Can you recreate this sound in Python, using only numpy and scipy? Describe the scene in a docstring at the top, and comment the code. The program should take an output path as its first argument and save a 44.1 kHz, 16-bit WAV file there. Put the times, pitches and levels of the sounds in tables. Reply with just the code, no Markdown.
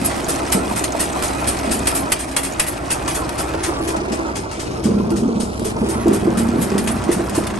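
"""First you hear a diesel drone and a rattling chain: a potato harvester works beside a tractor and
trailer in an open field while you walk alongside. A panel hums and wind rumbles on the microphone.
The web, a chain belt of steel rods, clashes about four times a second, with clicking pebbles and sharp
clacks in between. Potatoes and clods drum on the hopper, a hollow metal bin; stones knock on the frame.
Levels in the tables are relative: the functions set the final balance."""
import sys
import numpy as np
from scipy import signal
from scipy.fft import rfft, irfft, next_fast_len
from scipy.io import wavfile

SR = 44100
rng = np.random.default_rng(int(sys.argv[2]) if len(sys.argv) > 2 else 0)


def int16_out(signal):
    """Quantize to a 16-bit WAV file."""
    q = np.round(np.clip(np.atleast_2d(signal).T, -1, 1) * 32767)
    wavfile.write(sys.argv[1], SR, q.astype(np.int16))


N = 334719


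def from_db(db):
    """Turn decibels into a gain."""
    return 10 ** (np.asarray(db) / 20)


def unit_power(x):
    """Scale a signal to an average power of 1."""
    return x / np.sqrt(np.mean(x ** 2) + 1e-20)


def over_time(rows):
    """Join a table's rows into smooth curves, one per value column."""
    times, *columns = np.transpose(rows)
    return [np.interp(np.arange(N) / SR, times, column) for column in columns]


def over_pitch(rows):
    """Read a table at every frequency of the spectrum."""
    hz, value = np.transpose(rows)
    return np.interp(np.log(np.fft.rfftfreq(next_fast_len(N), 1 / SR) + 1), np.log(hz), value)


def drift(rate):
    """A random wobble of size about 1 that changes about rate times a second."""
    r = np.exp(-80 * np.pi * rate / SR)
    slow = signal.lfilter([1], [1, -2 * r, r * r], rng.standard_normal(N // 40 + 2002))[2000:]
    return np.interp(np.arange(N) / 40, np.arange(len(slow)), unit_power(slow))


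def taps(per_s, spread_db=0):
    """Tiny random hits of uneven strength, different at each ear."""
    hits = rng.random(N) < per_s / SR
    sizes = from_db(spread_db * np.minimum(rng.exponential(1, N), 3))
    return unit_power(hits * sizes * rng.uniform(-0.88, 1, (2, N)))


# How alike the two ears are. Each row: frequency in Hz, likeness from 0 to 1.
EAR_LIKENESS = [(60, 1), (140, 1), (300, 0.65), (600, 0.14), (1100, 0.49), (1800, 1), (2500, 0.64),
                (5000, 0.49), (7500, 0.62), (9000, 0.94), (12000, 0.9)]


def coloured(pair, colour):
    """Blend two noises into stereo with a tone colour, given as rows of Hz and dB."""
    size, alike = next_fast_len(N), np.clip(over_pitch(EAR_LIKENESS), 0, 1)
    mid, side = rfft(pair, size) * from_db(over_pitch(colour))
    mid, side = mid * np.sqrt(1 + alike), side * np.sqrt(1 - alike)
    return unit_power(irfft(np.array([mid + side, mid - side]), size)[:, :N])


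def resonance(x, hz, width_hz):
    """Ring at one pitch; the narrower the width, the longer the ring."""
    r = np.exp(-np.pi * width_hz / SR)
    feedback = [1, -2 * r * np.cos(2 * np.pi * hz / SR), r * r]
    return signal.lfilter(np.array([1, 0, -1]) * (1 - r * r) / 2, feedback, x + 1e-18)


def ring(x, modes, uneven_db):
    """A struck thing rings at its own pitches (modes), each more or less as the hits move about."""
    return sum(resonance(x * from_db(db + uneven_db * drift(9.9)), hz, width) for hz, width, db in modes)


def clanks(x, low_hz, high_hz, width_hz, count):
    """From moment to moment other parts meet, each ringing at a few pitches of its own."""
    step, tail = SR // 20, SR // 10
    out = np.zeros((2, N + step + tail))
    for at in range(0, N, step):
        contacts = np.pad(x[:, at:at + step], ((0, 0), (0, tail)))
        pitches = low_hz * (high_hz / low_hz) ** ((np.arange(count) + rng.random(count)) / count)
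        out[:, at:at + contacts.shape[1]] += sum(resonance(contacts, hz, width_hz) for hz in pitches)
    return out[:, :N]


def burst(start, db, swell_s, hold_s, t60_s, crack=0, crack_s=0.00071):
    """The power of one burst: it swells, may peak in a crack, holds, then falls 60 dB in t60_s."""
    power, at = np.zeros(N), int(start * SR)
    age = np.arange(min(SR // 2, N - at)) / SR
    fall_db = 60 * np.maximum(age - swell_s - hold_s, 0) / t60_s
    level = np.minimum(age / swell_s, 1) * from_db(db - fall_db)
    spike = 1 + crack * np.exp(-np.abs(age - swell_s) / crack_s)
    power[at:at + len(age)] = (level * spike) ** 2
    return power


def thuds(rows, build_s, linger_s=0.01):
    """Soft blows: a short tone builds and dies, while a share lingers in the metal."""
    out, age = np.zeros(N), np.arange(SR // 4) / SR
    for start, db, hz, share in rows:
        at = int(start * SR)
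        blow = (age / build_s) * np.exp(1 - age / build_s)
        linger = share * (1 - np.exp(-age / build_s)) * np.exp(-age / linger_s)
        out[at:at + len(age)] += (from_db(db) * (blow + linger) * np.sin(2 * np.pi * hz * age))[:N - at]
    return out


def band_gain(x, low_hz, high_hz, db):
    """Turn one range of pitches up or down over time."""
    band = signal.sosfiltfilt(signal.butter(2, [low_hz, high_hz], "band", fs=SR, output="sos"), x)
    return x + (from_db(db) - 1) * band


def from_right(pair, lag_ms):
    """A sound from the right reaches the left ear later."""
    n = np.arange(N)
    return np.array([np.interp(n - lag_ms * SR / 1000, n, pair[0]), pair[1]])


def wavering_phase(hz, waver, rate):
    """The phase of a tone whose pitch wanders slightly."""
    return 2 * np.pi * np.cumsum(hz * (1 + waver * drift(rate))) / SR


# The engine's tones. Each row: multiple of the firing rate, level in dB.
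ENGINE_TONES = [(1, -2), (1.5, -13), (2, -21), (3, -51), (4, -15.5), (5, -8.5)]
# Their loudness. Each row: time in seconds, level in dB.
ENGINE_LEVEL = [(0, -33.5), (1.9, -32), (2.25, -40), (2.9, -34), (3.6, -33.5), (4.7, -35), (5.3, -39),
                (5.9, -32), (7.59, -33.5)]
# Gear and pump whines. Each row: pitch in Hz, level in dB.
WHINES = [(612, -45), (1287, -58)]
# The exhaust's loudness. Each row: time in seconds, level in dB.
BOOM_LEVEL = [(0, -42), (1.0, -46), (1.5, -40), (2.2, -40), (2.9, -36), (3.7, -32.5), (4.25, -39),
              (4.65, -28), (5.0, -31), (5.4, -35), (6.1, -33), (7.0, -34.5), (7.59, -35)]
# Its tone colour. Each row: frequency in Hz, level in dB.
BOOM_COLOUR = [(60, -22), (80, 18.5), (98, 17), (112, 14.5), (130, 20.5), (150, 8), (200, -39)]
FIRING_HZ = 65.13


def diesel(boom_db=-3, rough=0.24, waver=0.00378):
    """The engine's firings make low tones, gears whine thinly and the exhaust booms in surges."""
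    phase = wavering_phase(FIRING_HZ, waver, rate=1.76)
    tones = sum(from_db(db) * (1 + rough * drift(4)) * np.sin(k * phase + rng.uniform(0, 2 * np.pi))
                for k, db in ENGINE_TONES)
    whines = sum(from_db(db) * (1 + 0.33 * drift(26)) * np.sin(wavering_phase(hz, waver, rate=3.43))
                 for hz, db in WHINES)
    exhaust = coloured(rng.standard_normal((2, N)), BOOM_COLOUR)
    boom = from_db(boom_db + over_time(BOOM_LEVEL)[0]) * exhaust
    return np.sqrt(2) * (from_db(over_time(ENGINE_LEVEL)[0]) * tones + whines) + boom


# The working frame's loudness. Each row: time in seconds, level in dB.
FRAME_LEVEL = [(0.0, -30), (0.1, -27.5), (2.08, -28.5), (2.2, -33), (2.9, -30.5), (3.1, -28.5), (3.7, -29),
               (4.2, -29), (4.65, -33.5), (4.85, -33.5), (5.54, -33), (5.84, -30), (7.59, -30.5)]
# The tone colour of its drone. Each row: frequency in Hz, level in dB.
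DRONE_COLOUR = [(50, -3), (90, 3), (150, 7), (230, 3.5), (290, 12), (350, 12), (450, 3.5), (540, 5.5),
                (650, 9), (900, 4), (1300, -1.5), (1600, -2.5), (2500, -23), (5000, -53)]
# How its panels ring. Each row: pitch in Hz, width in Hz, level in dB.
FRAME_MODES = [(435, 15, 8), (466, 5.9, -2), (623.8, 10, 7.5), (653, 14, -5), (671, 10, 4), (730, 15, -10),
               (830, 37, 1), (905, 27, 6), (950, 8.7, -3), (1018, 4.7, 9), (1315, 73, 1)]


def frame(drone_db=4, panel_db=-2, parts_db=-7, throb=0.043, surge_db=4.5):
    """Moving parts drone and throb with the engine; clods clatter on the panels in uneven surges."""
    pulse = 1 + throb * np.cos(2 * np.pi * FIRING_HZ * np.arange(N) / SR)
    parts = rng.standard_normal((2, N)) + from_db(parts_db) * taps(per_s=200, spread_db=0.5)
    drone = from_db(drone_db) * coloured(parts * pulse, DRONE_COLOUR)
    clods = coloured(taps(per_s=220, spread_db=2.5), [(200, -55), (450, 9.5), (1400, 16), (3000, -31)])
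    clatter = unit_power(ring(clods, FRAME_MODES, uneven_db=5.5))
    clatter += 2.1 * unit_power(clanks(clods, 435.4, 1371, width_hz=22.5, count=4))
    panels = from_db(panel_db) * unit_power(clatter * from_db(surge_db * np.tanh(drift(11.7))))
    return from_db(over_time(FRAME_LEVEL)[0]) * (drone + panels)


# The rattle's loudness as you walk along. Each row: time in seconds, level in dB.
RATTLE_LEVEL = [(0, -29.5), (1.0, -30.5), (1.72, -30), (2.2, -34.5), (2.8, -34.5), (3.55, -32.5),
                (4.1, -35), (4.45, -39), (4.75, -34), (5.05, -39.5), (5.55, -35), (6.0, -35.5), (6.9, -35),
                (7.59, -34)]
# Its tone colour. Each row: frequency in Hz, level in dB.
RATTLE_COLOUR = [(600, -16), (1550, 6.5), (1950, 5), (2500, 5.5), (3300, 0.5), (5000, 0.5), (7000, -2),
                 (8600, 3.5), (10000, 3), (11400, 1.5), (12200, -78)]


def links(rattle_db=-3.5, tick_db=-9.5, flutter_db=2, scatter_s=0.0056):
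    """Loose links rattle all the time; each tick scatters briefly through the web."""
    ticks = signal.lfilter([1], [1, -np.exp(-1 / (scatter_s * SR))], np.abs(taps(per_s=76)[0]))
    flutter = from_db(flutter_db * drift(34))
    activity = unit_power(np.sqrt(flutter ** 2 + from_db(tick_db) ** 2 * ticks / ticks.mean()))
    level = from_db(over_time(RATTLE_LEVEL)[0] + rattle_db)
    return level * activity * coloured(taps(per_s=4100), RATTLE_COLOUR)


# How the whole web rings. Each row: pitch in Hz, width in Hz, level in dB.
WEB_MODES = [(2000, 160, -4), (2505, 60, 1), (3270, 60, -1), (5300, 200, -9), (6780, 200, -5),
             (8400, 400, -4), (9120, 150, -5), (9780, 70, 8), (11100, 500, 7)]


def steel_web(hits, ring_db=-5, clank_db=-1):
    """Hits ring through the whole web and through ever-changing parts of it."""
    ringing = from_db(ring_db) * ring(hits, WEB_MODES, uneven_db=6)
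    return hits + ringing + from_db(clank_db) * clanks(hits, 1735, 9250, width_hz=108, count=8)


# The hum's loudness. Each row: time in seconds, level in dB.
HUM_LEVEL = [(0, -30), (0.45, -43), (1.0, -45), (1.8, -30.5), (2.4, -34.5), (2.7, -44), (3.5, -50),
             (4.2, -58)]


def panel_hum(hz=272.6, rough=0.48):
    """A shaken panel hums at its own pitch and fades as you walk on."""
    phase = wavering_phase(hz, waver=0.0039, rate=4.8)
    return np.sqrt(2) * from_db(over_time(HUM_LEVEL)[0]) * (1 + rough * drift(10)) * np.sin(phase)


# The wind's tone colour. Each row: frequency in Hz, level in dB.
WIND_COLOUR = [(12, 4), (25, -20), (36, -17), (50, 29), (60, 25), (80, -11), (130, -55), (300, -46)]


def wind(wind_db=-41, gust_db=1):
    """Light gusts buffet the microphone with a deep rumble."""
    return from_db(wind_db + gust_db * drift(3.3)) * coloured(rng.standard_normal((2, N)), WIND_COLOUR)


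# The crop rolling in. Each row: time in seconds, large potatoes in dB, small ones and clods in dB.
CROP_FLOW = [(0, -22, -38.5), (0.45, -36, -37), (0.62, -23, -45), (0.95, -33, -43), (1.75, -29.5, -33),
             (2.3, -33.5, -55), (2.9, -38, -60), (3.5, -62, -33), (3.85, -57, -26.5), (4.15, -33, -41),
             (4.45, -37.5, -30.5), (4.8, -28, -23.5), (4.92, -17, -27), (5.33, -24.5, -23),
             (5.5, -25.5, -27.5), (5.98, -23, -22.5), (6.4, -17.5, -35), (6.78, -19, -23),
             (6.98, -19.5, -47), (7.17, -27, -23), (7.59, -23.5, -39)]
# How the hopper rings. Each row: pitch in Hz, width in Hz, level in dB.
HOPPER_MODES = [(104, 5.1, -5), (124.6, 9.6, -6), (178, 12, -6.5), (195.8, 1.3, -0.5), (207, 11, 2.5),
                (230.5, 11.7, 3.5), (265, 12, 2), (298.3, 9.3, -3.5), (332, 10.3, 7.5), (349, 42, -1.5),
                (390, 14.4, 7), (438, 17, 4.5), (468, 22, -4)]


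def rolling_crop(large_db=-4, small_db=-4.5, split_hz=250):
    """Potatoes pelt the hopper: large ones wake its low pitches, small ones its high pitches."""
    large, small = from_db(over_time(CROP_FLOW))
    pelting = coloured(taps(per_s=160, spread_db=0.5), [(60, 11.5), (500, 4.5), (1200, -41)])
    low = ring(pelting, [mode for mode in HOPPER_MODES if mode[0] < split_hz], uneven_db=1)
    high = ring(pelting, [mode for mode in HOPPER_MODES if mode[0] >= split_hz], uneven_db=4)
    return from_db(large_db) * large * unit_power(low) + from_db(small_db) * small * unit_power(high)


# The tone colour of steel hitting steel. Each row: frequency in Hz, level in dB.
CONTACT_COLOUR = [(400, 6), (900, 1.5), (1300, 4.5), (1550, 3.5), (2000, -1.5), (2700, 1.5), (3600, -1),
                  (5000, 1), (6300, 2), (7400, 3.5), (8600, 9), (10000, 12), (11550, 5.5), (12000, -65),
                  (12600, -59)]


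def steel_contacts():
    """Rods and links touch thousands of times a second: the raw sound of clashes and clacks."""
    return coloured(taps(per_s=14000, spread_db=1.5), CONTACT_COLOUR)


# The web's regular clashes. Each row: start in seconds, level in dB.
CLASHES = [(0.044, -22), (0.28, -21.5), (0.515, -23), (0.755, -24), (0.992, -19), (1.229, -22.5),
           (1.469, -20.5), (1.707, -19.5), (1.946, -21.5), (2.186, -26.5), (2.428, -23.5), (2.662, -27.5),
           (2.908, -24.5), (3.143, -24), (3.378, -22.5), (3.629, -20), (3.871, -25), (4.116, -26),
           (4.351, -25), (4.592, -27.5), (4.834, -26.5), (5.156, -27.5), (5.396, -24.5), (5.642, -25),
           (5.884, -26.5), (6.126, -26), (6.369, -24), (6.61, -24.5), (6.861, -38), (7.11, -23.5),
           (7.344, -23.5)]


def clashes(contacts):
    """Each clash is a rush of contacts that swells and dies."""
    power = sum(burst(start, db, swell_s=0.0082, hold_s=0.015, t60_s=0.21) for start, db in CLASHES)
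    return np.sqrt(power) * contacts


# Pebbles hitting the rods. Each row: start in seconds, level in dB, pitch in Hz.
PEBBLES = [(0.2444, -23, 6900), (0.3207, -22, 6350), (0.3591, -18.5, 6480), (0.464, -27, 6040),
           (0.7932, -14, 7990), (0.922, -20, 6600), (1.055, -26, 7300), (1.1313, -24, 6660),
           (1.28, -19, 6800), (1.5888, -20, 5700), (1.7913, -21, 8000), (2.5236, -28.5, 6200),
           (3.12, -27, 6400), (5.034, -35.5, 5960), (6.487, -29, 5600), (6.703, -29, 5700)]


def pebbles(grit_db=-1, spread_db=1, width_hz=1100, decay_s=0.0035, grit_count=420):
    """Each pebble clicks at its own pitch; smaller grit clicks at random along the chain."""
    when, softness, pitch = rng.random((grit_count, 3)).T
    starts = when * (N - 1) / SR
    levels = np.interp(starts, *np.transpose(RATTLE_LEVEL)) + grit_db - spread_db * (2 * softness - 1)
    grit = np.transpose([starts, levels, 2000 * 4 ** pitch])
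    out, age = np.zeros((2, N + SR)), np.arange(SR // 40) / SR
    for start, db, hz in PEBBLES + list(grit):
        at = int(start * SR)
        shared, per_ear = rng.standard_normal(len(age)), rng.standard_normal((2, len(age)))
        click = unit_power(resonance(shared + 0.5 * per_ear, hz, width_hz)) * np.exp(-age / decay_s)
        out[:, at:at + len(age)] += from_db(db) * click
    return out[:, :N]


# Sharp clacks of steel on steel. Each row: start in seconds, level in dB,
# seconds to fade by 60 dB, the side frame's share of the blow in dB.
CLACKS = [(0.5194, -12, 0.13, -12), (0.838, -12.5, 0.1, -8), (1.222, -14, 0.035, -9),
          (1.473, -25, 0.06, -10), (1.869, -7.5, 0.12, -6), (2.118, -5.5, 0.086, -5),
          (2.363, -8, 0.15, -5.5), (2.595, -6.5, 0.12, -7), (2.9029, -12, 0.1, -19),
          (3.076, -13.5, 0.21, -20), (3.29, -17, 0.025, -13), (3.962, -23.5, 0.12, -6),
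          (4.511, -24.5, 0.42, -7), (5.102, -24, 0.12, -13), (5.593, -24.5, 0.049, -24),
          (6.079, -23.5, 0.053, -3), (6.778, -15, 0.16, -6), (6.872, -17, 0.2, 1.5), (7.037, -22, .08, -4),
          (7.293, -23, 0.091, -8), (7.467, -20.5, 0.079, -2)]
# The side frame's tone colour. Each row: frequency in Hz, level in dB.
CLANK_COLOUR = [(500, -15), (900, 4), (1300, 2), (1900, -3.5), (2700, -1.5), (3600, -7), (6000, -26)]
CLACK_SWELL_S = 0.003


def clacks(contacts, clack_db=-6, clank_db=-6, crack=0.3):
    """A sudden blow peaks in a crack, makes the web clang and clanks on the side frame."""
    web_power, side_power = np.zeros((2, N))
    for start, db, t60, share_db in CLACKS:
        web_power += burst(start, db, CLACK_SWELL_S, 0, t60, crack)
        side_power += burst(start, db + share_db, CLACK_SWELL_S, 0, t60, crack)
    blows = np.sqrt(web_power) * contacts
    clang = clanks(blows, 1800, 5000, width_hz=50, count=7)
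    clank = from_db(clank_db) * np.sqrt(side_power) * coloured(rng.standard_normal((2, N)), CLANK_COLOUR)
    return from_db(clack_db) * (blows + clang + clank)


# How one rod rings. Each row: pitch in Hz, level in dB, seconds to fade by 60 dB.
ROD_MODES = [(1260, -7, .16), (2120, -9.5, 0.078), (2300, -25, 0.13), (2515, -14.5, 0.42),
             (2770, -10, 0.24), (2930, -53, .14), (3290, -14.5, 0.29), (3820, -18, .09), (4651, -8, 0.14),
             (5180, -7.5, 0.16), (6100, -12, 0.19)]


def rods(ring_db=-14, uneven_db=6):
    """Every clack sets a rod ringing, each time with a new balance of its pitches."""
    out, age = np.zeros((2, N + SR)), np.arange(SR // 4) / SR
    for start, clack_db, *_ in CLACKS:
        at = int((start + CLACK_SWELL_S) * SR)
        for hz, db, t60 in ROD_MODES:
            phase = rng.uniform(0, 2 * np.pi) + rng.standard_normal((2, 1))  # differs at each ear
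            level = from_db(clack_db + ring_db + db - uneven_db * rng.random() - 60 * age / t60)
            out[:, at:at + len(age)] += level * np.sin(2 * np.pi * hz * age + phase)
    return out[:, :N]


# Heavy drops on the sheet metal. Each row: start in seconds, level in dB, pitch in Hz, lingering share.
DROPS = [(0.548, -9, 190.5, 0.5), (0.57, -14, 274, 0.27), (0.615, -14, 278, .3), (1.674, -14, 236, 0.57),
         (1.701, -16.5, 231, 0.65), (3.438, -22, 356, .2), (3.551, -19, 343, 0.46), (3.685, -16, 343, .15),
         (3.799, -19, 328, 0.72), (3.885, -15, 346, 0.18), (3.936, -18, 333, 0.17), (3.971, -15, 212, .3),
         (4.015, -17, 363, 0.22), (4.078, -19.5, 365, 0.36), (4.106, -17.5, 219, .5),
         (4.126, -15.5, 310, .2), (4.189, -21.5, 327, 0.96), (4.389, -24, 355, .2),
         (4.854, -3.5, 215, 0.11), (4.876, -14, 187, 0.4), (4.9, -7.5, 201.4, 0.59),
         (4.965, -8.5, 227.4, 0.5), (4.995, -17, 218, 0.26), (5.024, -15, 206, 0.93),
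         (5.105, -10.5, 204, 0.63), (5.114, -9, 330, 0.32), (5.22, -8.5, 233.5, 0.54),
         (5.252, -10, 272, 0.36), (5.278, -9.5, 227, 0.57), (5.355, -14, 198, 0.54), (5.615, -15, 349, .3),
         (5.655, -18.5, 431, 0.53), (5.814, -9, 215, 0.36), (5.889, -14, 360, .2), (5.958, -21, 216, .3),
         (6.057, -3.5, 337, 0.15), (6.074, -3.5, 309, 0.11), (6.089, -6, 211.4, 0.39),
         (6.111, -10, 378, 0.43), (6.224, -14, 203, .3), (6.271, -5, 336, 0.11), (6.39, -13, 225, 0.54),
         (6.43, -20, 255, 0.35), (6.536, -14, 366, 0.25), (6.556, -10.5, 266, 0.27),
         (6.589, -10.5, 160, 0.41), (6.647, -27, 235, 0.34), (6.717, -14, 389.5, 0.54),
         (6.747, -8.5, 199.5, 0.28), (7.065, -12.5, 198, 0.25), (7.09, -4, 348, 0.17),
         (7.165, -11, 183, .25), (7.192, -12, 345, 0.33), (7.377, -6.5, 320, 0.11)]
# The tone colour of tumbling crop. Each row: frequency in Hz, level in dB.
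TUMBLE_COLOUR = [(70, -26), (190, -1), (380, 2), (520, -1.5), (750, -8), (1400, -14), (3000, -58)]


def falling_crop(drop_db=-7.5, tumble_db=-19):
    """A potato or clod lands with a soft thud, tumbles briefly and makes the hopper ring."""
    landings = from_db(drop_db) * thuds(DROPS, build_s=0.003, linger_s=0.058)
    power = sum(burst(start, db, swell_s=0.0084, hold_s=0.0068, t60_s=0.3) for start, db, *_ in DROPS)
    tumble = from_db(tumble_db) * np.sqrt(power) * coloured(taps(per_s=900), TUMBLE_COLOUR)
    hits = landings + tumble
    return hits + ring(hits, HOPPER_MODES, uneven_db=0.5)


# Stones and clods hitting the frame. Each row: start in seconds, level in dB, pitch in Hz.
KNOCKS = [(0.711, -18, 970), (0.889, -26, 600), (0.948, -18, 650), (1.159, -16.5, 1030), (1.224, -32, 1020),
          (1.422, -18, 960), (1.645, -20, 700), (3.08, -19, 1050), (3.1, -27, 555), (3.543, -14, 550),
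          (3.95, -17, 640), (3.985, -22, 670), (4.125, -24, 795), (5.617, -23, 620), (5.83, -31, 600),
          (6.071, -19, 643), (6.268, -30, 906), (7.204, -18.5, 670), (7.385, -21, 664)]


def knocks(knock_db=-2, grit_db=-10):
    """A big stone or clod knocks with a burst of grit, and the frame's panels ring."""
    blows = from_db(knock_db) * thuds([(start, db, hz, 0) for start, db, hz in KNOCKS], build_s=0.002)
    power = sum(burst(start, db, swell_s=0.0011, hold_s=0.0018, t60_s=0.058) for start, db, _ in KNOCKS)
    grit = coloured(taps(per_s=4700), [(300, -33), (600, 13), (1300, 2), (4000, -24)])
    hits = blows + from_db(grit_db) * np.sqrt(power) * grit
    return hits + ring(hits, FRAME_MODES, uneven_db=2)


def chain(lag_ms, shade):
    """All the chain's sounds together; turning away dulls the treble, most at the right ear."""
    contacts = steel_contacts()
    hits = clashes(contacts) + clacks(contacts) + from_right(links(), lag_ms)
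    sound = steel_web(hits) + rods() + from_right(pebbles(), lag_ms)
    sound = band_gain(sound, 7900, 18300, 0.67 * shade)
    return band_gain(sound, 4230, 7400, np.array([-0.3 * shade, 0.18 * shade]))  # left up, right down


# You turn as you walk. Each row: time in seconds, the left ear's delay in milliseconds
# for the machine, the same for the rattle, treble shade (lower is duller).
TURNING = [(0, 0.25, 0.0063, -4.5), (2.3, 0.29, 0, -1.5), (3.5, 0.19, 0.0016, -8.5),
           (4.1, 0.37, 0.24, -17.5), (4.9, 0.17, 0.33, -18.5), (5.6, 0.35, 0.257, -10),
           (6.1, 0.22, 0.004, -3.5), (7.59, 0.099, 0, -7)]
# The range around 2 kHz swells and dips slightly, sounding hollowest near 5.5 seconds.
# Each row: time in seconds, level in dB.
MID_LEVEL = [(0, -1), (2.6, 1.5), (3.6, 0.5), (4.2, 2), (4.7, -0.5), (5.0, -2), (5.45, -5.5), (5.9, -1),
             (6.2, 1.5), (7.59, 0.5)]


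def scene():
    """Engine, frame and hopper are off to the right, the chain ahead, the wind on the microphone."""
    machine_lag_ms, rattle_lag_ms, shade = over_time(TURNING)
    drone = diesel() + panel_hum()
    framework = band_gain(frame() + knocks(), 520, 3000, 0.1 * shade)
    crop = falling_crop() + rolling_crop()
    lean_right = from_db([[-0.6], [0.6]])
    machine = from_right(drone + (framework + crop) * lean_right, machine_lag_ms)
    harvester = machine + chain(rattle_lag_ms, shade)
    return band_gain(harvester, 1450, 2900, over_time(MID_LEVEL)[0]) + wind()


# How the microphone's openings ring, left then right. Each row: pitch in Hz, width in Hz.
MIC_PORTS = [(9550, 1040), (10850, 1400)]
CUTOFF_HZ = 12350


def record(dry):
    """Each opening shifts the phase near its own pitch; peaks are clipped and the top treble is cut."""
    ports = np.array([x - 2 * resonance(x, hz, width) for x, (hz, width) in zip(dry, MIC_PORTS)])
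    low_pass = signal.ellip(10, 0.1, 80, CUTOFF_HZ, fs=SR, output="sos")
    return signal.sosfilt(low_pass, np.clip(ports, -0.85, 0.85))


dry = scene()
out = record(dry)
int16_out(out)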